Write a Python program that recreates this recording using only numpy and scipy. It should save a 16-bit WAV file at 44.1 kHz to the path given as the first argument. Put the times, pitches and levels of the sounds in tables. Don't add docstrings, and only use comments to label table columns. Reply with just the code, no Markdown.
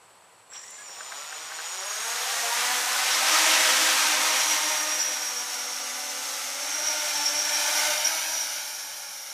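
import sys
import numpy as np
from scipy import signal
from scipy.fft import rfft, irfft, next_fast_len
from scipy.io import wavfile
from scipy.ndimage import uniform_filter1d

SR = 44100
rng = np.random.default_rng(int(sys.argv[2]) if len(sys.argv) > 2 else 0)


def digitize_waveform(pressure):
    field = np.atleast_2d(pressure).T
    bounded = np.clip(field, -1, 1)
    quanta = np.round(bounded * 32767).astype(np.int16)
    wavfile.write(sys.argv[1], SR, quanta)


def nominal_scale(level):
    x = np.asarray(level, float) / 20
    return 10 ** x


N = 411453
TIME = np.arange(N) / SR

# (frequency [Hz], level [dB per Hz])
FIELD_SPECTRUM = [(15, -58), (25, -28), (79, -17), (113, -2), (147, -16), (183, -3.5), (226, -12), (494, 0),
                  (629, -0.5), (993, 3.5), (1840, -6), (2480, -6.5), (6180, -16), (8080, -7.5),
                  (15400, -28)]
# (frequency [Hz], width [Hz], level [dB])
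INSECT_BANDS = [(7660, 30, -74), (7840, 40, -70), (7900, 40, -71), (4400, 400, -74), (5700, 250, -78)]
# (start [s], length [s], level [dB])
DOWNWASH_PUFFS = [
    (7.12, 0.087, -59),
    (7.3, 0.092, -63),
    (7.865, 0.089, -61),
]
# (time [s], peak [dB], pitch [Hz])
FRAME_KNOCKS = [(0.5226, -35, 1600), (0.5586, -29, 3250), (0.6376, -34, 1920), (0.6656, -45, 4300),
                (0.8944, -32, 1650), (1.0067, -24, 1520), (1.1204, -23.5, 1570), (1.3249, -25, 1560),
                (1.4044, -43, 1440), (1.517, -24, 1590), (1.588, -22, 1580), (1.6014, -25, 1560)]
# (time [s], peak [dB], pitch [Hz])
GRASS_NICKS = [(0.5384, -47, 8560), (0.6172, -48, 9300), (0.6376, -48, 9780), (0.6656, -43, 8600),
               (0.7065, -36, 9070), (0.8072, -46, 9400), (0.894, -46, 8680), (0.9125, -45, 9250),
               (0.9729, -50, 9260), (0.9968, -47, 8930), (1.8554, -32, 8660), (2.0, -29, 8540)]
# (start [s], end [s], pitch [Hz], level [dB])
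FRAME_SQUEAK = (.78, .835, 1680, -46)
# (time [s], rotor one, two, three, four [turns per s])
SHAFT_SPEEDS = [(1.65, 55.8, 55.8, 55.8, 55.4), (2.1, 76, 78.7, 75, 79.6), (2.55, 79, 98, 77.8, 97),
                (2.7, 83, 95.7, 81.8, 94.7), (3.0, 83.9, 97.9, 84, 99.5), (3.2, 86.5, 102.5, 87.5, 106.2),
                (3.65, 86.5, 104, 88.3, 107.5), (4.15, 87, 103.7, 85, 102), (4.8, 89.3, 102.6, 88.2, 101),
                (5.1, 87, 101, 86, 104.3), (5.4, 81.5, 95.5, 80.4, 99.2), (6.4, 85.2, 94.6, 86.3, 95.5),
                (6.85, 99.5, 102.3, 98, 103.6), (7.2, 97.3, 98.8, 96.8, 97), (7.7, 96.8, 98, 95.7, 102),
                (8.0, 95.5, 101.5, 94.6, 101.5), (8.6, 95.5, 97.3, 95, 102.3), (9.33, 90, 102.2, 92, 98.8)]
IDLE_TRIM_SHARE = [0, .02, .009, 0]
# (start [s], length [s], rotor [index], extra speed [turns per s])
LEVELLING_NUDGES = [
    (3.7, .3, 1, 3.5),
    (4.14, .42, 3, 3),
    (5.93, .33, 1, 2),
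    (7.33, .25, 0, 4),
    (7.75, .32, 0, 4),
    (8.04, .42, 1, 4.4),
    (8.04, .52, 3, 5.7),
    (8.35, .2, 0, -2.5),
]
# (time [s], bell ring [dB], switching whine [dB])
MOTOR_LEVELS = [(0.47, -69, -48), (0.54, -33, -48), (0.81, -50.5, -47.5), (0.91, -38.5, -47),
                (1.01, -44, -45.5), (1.53, -41, -44), (1.9, -35, -38.5), (3.05, -52, -43.5),
                (3.33, -32.5, -40), (4.94, -34.5, -40), (5.1, -32, -44), (6.6, -37, -41),
                (6.7, -33.5, -38.5), (7.5, -29, -41.5), (7.75, -32.5, -37), (8.1, -36.5, -52),
                (8.55, -36.5, -50), (9.33, -41, -53)]
MOTOR_LINES = [(1, -14), (1, 14), (1, 0), (1, -28), (1, -56), (2, -14), (0, 14), (0, 28), (0, 42), (0, 56),
               (0, 70)]
# (motors one to three [dB], motor four [dB])
MOTOR_LINE_LEVELS = [(0, -4), (-2, -6), (-8, -9), (-14, -30), (-13, -34), (-15, -30), (-8, -7), (-7, -34),
                     (-30, -8), (-18, -18), (-24, -24)]
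PART_TIME_LINES = {14: (4.2, 99), 28: (.95, 1.6), 42: (.55, .86)}
MOTOR_NEARNESS = [0, -5, -10, 0]
# (frequency [Hz], width [Hz], level [dB])
BELL_MODES = [(5720, 170, 0), (5500, 220, -4), (6260, 200, -20)]
# (time [s], peak [dB])
BELL_FLARES = [(3.1068, -18), (4.3904, -22), (4.9896, -18), (6.6593, -31), (6.8608, -18), (7.1492, -17),
               (7.2529, -12), (7.3731, -13.5), (7.5393, -19), (7.7478, -12.5), (8.0441, -14),
               (8.4033, -19.5), (9.2963, -30)]
# (time [s], air rush [dB], lean of the frame towards rotors two and four [dB])
PROPELLER_LEVELS = [(0.45, -60, 0), (0.55, -43, -1), (0.62, -52.5, 1), (1.14, -42, -2.5), (1.49, -40.5, 1),
                    (2.13, -33, 1.5), (2.6, -29, -4.5), (3.12, -26.5, -1.5), (3.39, -22, 3.5),
                    (4.16, -24, 0), (4.85, -31.5, 5), (5.39, -38, -2.5), (6.46, -38, 0), (6.88, -33.5, 2),
                    (7.42, -33.5, 3.2), (7.85, -27, 5.5), (8.83, -42.5, -0.5), (9.33, -47, -1.5)]
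# (frequency [Hz], level [dB per Hz])
RUSH_SPECTRUM = [(71, -65), (120, -48), (230, -38), (287, -27), (440, -25.5), (585, -17), (635, -18),
                 (762, -7), (1430, -4.5), (4550, -1), (5690, 3), (7120, 0.5), (10700, -1), (15400, -6.5)]
# (frequency [Hz], level [dB])
BLADE_TONE_LEVELS = [(150, -43), (300, -23), (600, -10.5), (900, -8), (1500, -9), (2000, -10),
                     (2700, -11.5)]
BLADE_NEARNESS = [-1, -2.5, -4.0, -2.5]
# (time [s], extra path [ms], echo [dB])
GROUND_ECHO = [(0, 0.043, -30), (3.0, 0.16, -26), (3.4, 0.13, -20), (3.7, 0.5, -14), (4.2, 0.73, -15),
               (5, 1.05, -17), (6, 1.39, -10), (7, 1.23, -12.5), (8, 1.226, -5), (9.33, 1.21, -4.5)]


def rms_one(x):
    return x / np.sqrt(np.mean(x ** 2) + 1e-20)


def in_time(rows):
    s, *columns = np.transpose(rows)
    return np.array([np.interp(TIME, s, c) for c in columns])


def at_hz(points, hz):
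    table_hz, table_db = np.transpose(points)
    return np.interp(np.log(hz), np.log(table_hz), table_db)


def gate(start, end, fade):
    return np.clip(np.minimum(TIME - start, end - TIME) / fade, 0, 1)


def drift(rate, step=1):
    r = np.exp(-64 * np.pi * rate / SR)
    noise = rng.standard_normal(N // 32 + 1502)
    slow = signal.lfilter([1], [1, -2 * r, r * r], noise)[1500:]
    return np.interp(np.arange(0, N, step) / 32, np.arange(len(slow)), rms_one(slow))


def coloured(x, spectrum):
    size = next_fast_len(N)
    hz = np.maximum(np.fft.rfftfreq(size, 1 / SR), 1)
    return irfft(rfft(x, size) * nominal_scale(at_hz(spectrum, hz)), size)[:N]


def band(x, low, high, order=2):
    return signal.sosfilt(signal.butter(order, [low, high], "band", fs=SR, output="sos"), x)


def resonate(x, hz, width):
    r = np.exp(-np.pi * width / SR)
    feedback = [1, -2 * r * np.cos(2 * np.pi * hz / SR), r * r]
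    return signal.lfilter((1 - r * r) / 2 * np.array([1, 0, -1]), feedback, x)


def resonate_twice(x, hz, width):
    return resonate(resonate(x, hz, width), hz, width)


def field():
    traffic = rms_one(coloured(rng.standard_normal(N), FIELD_SPECTRUM))
    out = nominal_scale(-55.5 + 1.0 * drift(11.0)) * traffic
    for hz, width, db in INSECT_BANDS:
        out = out + nominal_scale(db) * rms_one(resonate_twice(rng.standard_normal(N), hz, width))
    puff = 0
    for s, length, db in DOWNWASH_PUFFS:
        half = length / 2
        puff = puff + nominal_scale(db) * np.exp(-((TIME - s - half) / half) ** 2)
    return out + puff * rms_one(band(rng.standard_normal(N), 55, 190))


def squeak():
    start, end, hz, db = FRAME_SQUEAK
    return nominal_scale(db) * gate(start, end, 0.0033) * np.sin(2 * np.pi * hz * TIME)


def taps(events, cycles, gain_db):
    out, t = np.zeros(N), np.arange(900) / SR
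    for s, db, hz in events:
        partials = [(0.56, 1.02), (0.18, 1.04), (0.19, 1.05)]
        ring = sum(g * np.sin(2 * np.pi * ratio * hz * t) for g, ratio in partials)
        ring = ring * np.exp(-np.log(1000) * t * hz / cycles)
        ring[170:] += 0.98 * ring[:-170]
        out[round(s * SR):][:900] += nominal_scale(db + gain_db) * ring
    return out


def shafts():
    idle = 58 * (1 - np.exp(-np.maximum(TIME - .455, 0) / .44))
    since = np.maximum(TIME - .49, 0)
    eager = 59 * since / (since + .047) - 4.5 * gate(1.2, 99, .3)
    speed = np.where(TIME < SHAFT_SPEEDS[0][0], [idle, idle, idle, eager], in_time(SHAFT_SPEEDS))
    speed = uniform_filter1d(speed, size=2200, axis=1)
    for s, length, rotor, extra in LEVELLING_NUDGES:
        speed[rotor] += extra * gate(s, s + length, .06)
    speed = speed * (1 + np.c_[IDLE_TRIM_SHARE] * np.clip((70 - speed) / 15, 0, 1))
    speed = speed * (1 + .0035 * np.array([drift(6) for _ in speed]))
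    return speed, np.cumsum(speed, axis=1) / SR + rng.random((4, 1))


def bell_level():
    rise_s, fall_s, gain_db = 0.012, 0.037, -4.5
    power, age = nominal_scale(2 * in_time(MOTOR_LEVELS)[0]), TIME[:SR // 4]
    shape = np.minimum(age / rise_s, 1) * np.exp(-2 * age / fall_s)
    for s, db in BELL_FLARES:
        part = power[round(s * SR):][:len(age)]
        part += nominal_scale(2 * (db + gain_db)) * shape[:len(part)]
    return 10 * np.log10(power)


def motor_lines(speed, turns):
    switch_hz = 7640
    whine = slots = 0
    fade = nominal_scale(-.11 * speed)
    for (m, order), levels_db in zip(MOTOR_LINES, MOTOR_LINE_LEVELS):
        for k, angle in enumerate(turns):
            level_db = levels_db[k // 3]
            if level_db < -25:
                continue
            phase = m * switch_hz * TIME + order * angle + rng.random()
            line = nominal_scale(level_db + MOTOR_NEARNESS[k]) * np.sin(2 * np.pi * phase)
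            if abs(order) > 50:
                slots = slots + line
            elif m == 0:
                whine = whine + line * gate(*PART_TIME_LINES[order], .05) * nominal_scale(2 * drift(25))
            else:
                lowest = (m, order) == MOTOR_LINES[0]
                whine = whine + line * (1 if lowest else fade[k])
    return whine, slots


def motors(speed, turns, bell_db):
    whine, slots = motor_lines(speed, turns)
    ticks = sum(np.diff(np.floor(a), prepend=0) * nominal_scale(1.8 * drift(12)) for a in turns)
    hiss = rms_one(ticks) + 0.32 * rng.standard_normal(N)
    ring = rms_one(sum(nominal_scale(db) * resonate_twice(hiss, hz, width) for hz, width, db in BELL_MODES))
    drive = nominal_scale(8) * slots * nominal_scale(4 * drift(30))
    flare = sum(nominal_scale(db) * resonate_twice(drive, hz, 2.5 * width) for hz, width, db in BELL_MODES[:2])
    whine_db = in_time(MOTOR_LEVELS)[1]
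    bell = nominal_scale(bell_db) * (nominal_scale(-5.5) * ring + flare)
    return gate(.485, 99, .03) * (bell + nominal_scale(whine_db) * whine)


def whistle(speed):
    order, best_hz, reach_hz, wander_hz = 56, 5790, 170, 30
    out = 0
    for k, turning in enumerate(speed[1::2]):
        hz = order * turning + wander_hz * drift(7)
        near = 1 / (1 + ((hz - best_hz) / reach_hz) ** 2)
        level_db = -4 * k + 2.5 * drift(11)
        out = out + near * nominal_scale(level_db) * np.sin(2 * np.pi * np.cumsum(hz) / SR)
    return gate(4.0, 8.95, .5) * nominal_scale(in_time(MOTOR_LEVELS)[0] + 3) * out


def blade_tones(speed, turns, bass_db, pair_db, second_db, rough):
    step, out = 8, 0
    off_blade_db = -15.5
    rough = rough[::step]
    for k in range(len(speed)):
        turning = speed[k, ::step]
        angle = turns[k, ::step] + rough * .024 * drift(14, step)
        load_db = BLADE_NEARNESS[k] + pair_db[k % 2, ::step] + .16 * np.minimum(turning - 75, 0)
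        for order in range(1, 25):
            hz = np.maximum(order * turning, 1)
            db = at_hz(BLADE_TONE_LEVELS, hz) + load_db + off_blade_db * (order % 3 > 0)
            db = db + bass_db[::step] * (order < 5) + second_db[::step] * (order == 6)
            db = db + rough * 5.5 * drift(8 + order, step)
            out = out + nominal_scale(db) * np.sin(2 * np.pi * (order * angle + rng.random()))
    return signal.resample_poly(out, step, 1)[:N]


def air_rush(turns, bright_db, bass_db):
    chop, patchy_db = .6, .5
    sweep = sum((1 + chop * np.cos(2 * np.pi * 3 * a)) * rng.standard_normal(N) for a in turns)
    body = coloured(sweep * nominal_scale(0.28 * drift(89)), RUSH_SPECTRUM)
    body = body / np.std(band(body, 900, 4800))
    edges = [60, 500, 1000, 2000, 4000, 8000, 18000]
    out, together = 0, drift(5)
    for k, (low, high) in enumerate(zip(edges, edges[1:])):
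        lean = np.clip(np.log2(high / 3000) / 2.26, 0, 1)
        gain_db = lean * bright_db + bass_db * (k == 0) + patchy_db * (together + 1.0 * drift(6))
        out = out + nominal_scale(gain_db) * band(body, low, high) * (-1) ** k
    return out


def ground(x):
    lag_ms, echo_db = in_time(GROUND_ECHO)
    dull = signal.lfilter(*signal.butter(2, 2600, fs=SR), x)
    lag_s = lag_ms * (1 + 0.039 * drift(4.3)) / 1000
    echo = nominal_scale(echo_db) * np.interp(TIME - lag_s, TIME, dull)
    return (x + echo) / np.sqrt(1 + 1.1 * nominal_scale(2 * echo_db))


def propellers(speed, turns):
    rush_db, lean_db = in_time(PROPELLER_LEVELS)
    height_ms = in_time(GROUND_ECHO)[0]
    lacking = np.minimum(speed[0] - 80, 0)
    louder = rush_db + 33
    above = gate(7.3, 99, .8)
    bright_db = -10 + 0.27 * lacking - 0.34 * louder + 0.79 * height_ms + 4 * above
    bass_db = 1 + .15 * lacking + 0.02 * louder + 7.2 * height_ms - 3.5 * above
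    pair_db = -6.5 - .2 * louder - 0.5 * above + lean_db * np.c_[[-1, 1]]
    second_db = 2.5 * height_ms * (1 - above)
    rough = .8 - .28 * height_ms
    out = air_rush(turns, bright_db, bass_db) + blade_tones(speed, turns, bass_db, pair_db, second_db, rough)
    out = out - 0.66 * above * resonate(out, 7900, 1400)
    return ground(nominal_scale(rush_db) * np.clip((TIME - .48) / 0.079, 0, 1) * out)


def scene():
    speed, turns = shafts()
    knocks = band(taps(FRAME_KNOCKS, 13, -.5), 700, 6000)
    mono = field() + squeak() + knocks + taps(GRASS_NICKS, 22, 6.6)
    mono = mono + motors(speed, turns, bell_level()) + whistle(speed) + propellers(speed, turns)
    return np.array([mono, mono])


def band_limit(x):
    return signal.sosfilt(signal.butter(12, 15600, fs=SR, output="sos"), x)


def record(dry):
    side = nominal_scale(-76.5) * rms_one(band(rng.standard_normal(N), 300, 6700))
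    slip_count, slip_db = 20, -5
    for k, (late, pitch) in enumerate(rng.random((slip_count, 2))):
        at = round((1 + 8 * ((k + late) / slip_count) ** 1.5) * SR)
        low = 4200 * 3.2 ** pitch
        high = low * 1.3
        part = slice(at - 1024, at + 1024)
        level = np.std(band(dry[0, part], low, high, order=4))
        slip = rms_one(band(rng.standard_normal(2048), low, high, order=4))
        side[part] += nominal_scale(slip_db) * level * np.hanning(2048) * slip
    steep_top = signal.cheby2(14, 60, 15640, fs=SR, output="sos")
    mix = signal.sosfilt(steep_top, dry + side * np.c_[[1, -1]])
    return band_limit(mix)


dry = scene()
out = record(dry)
digitize_waveform(out)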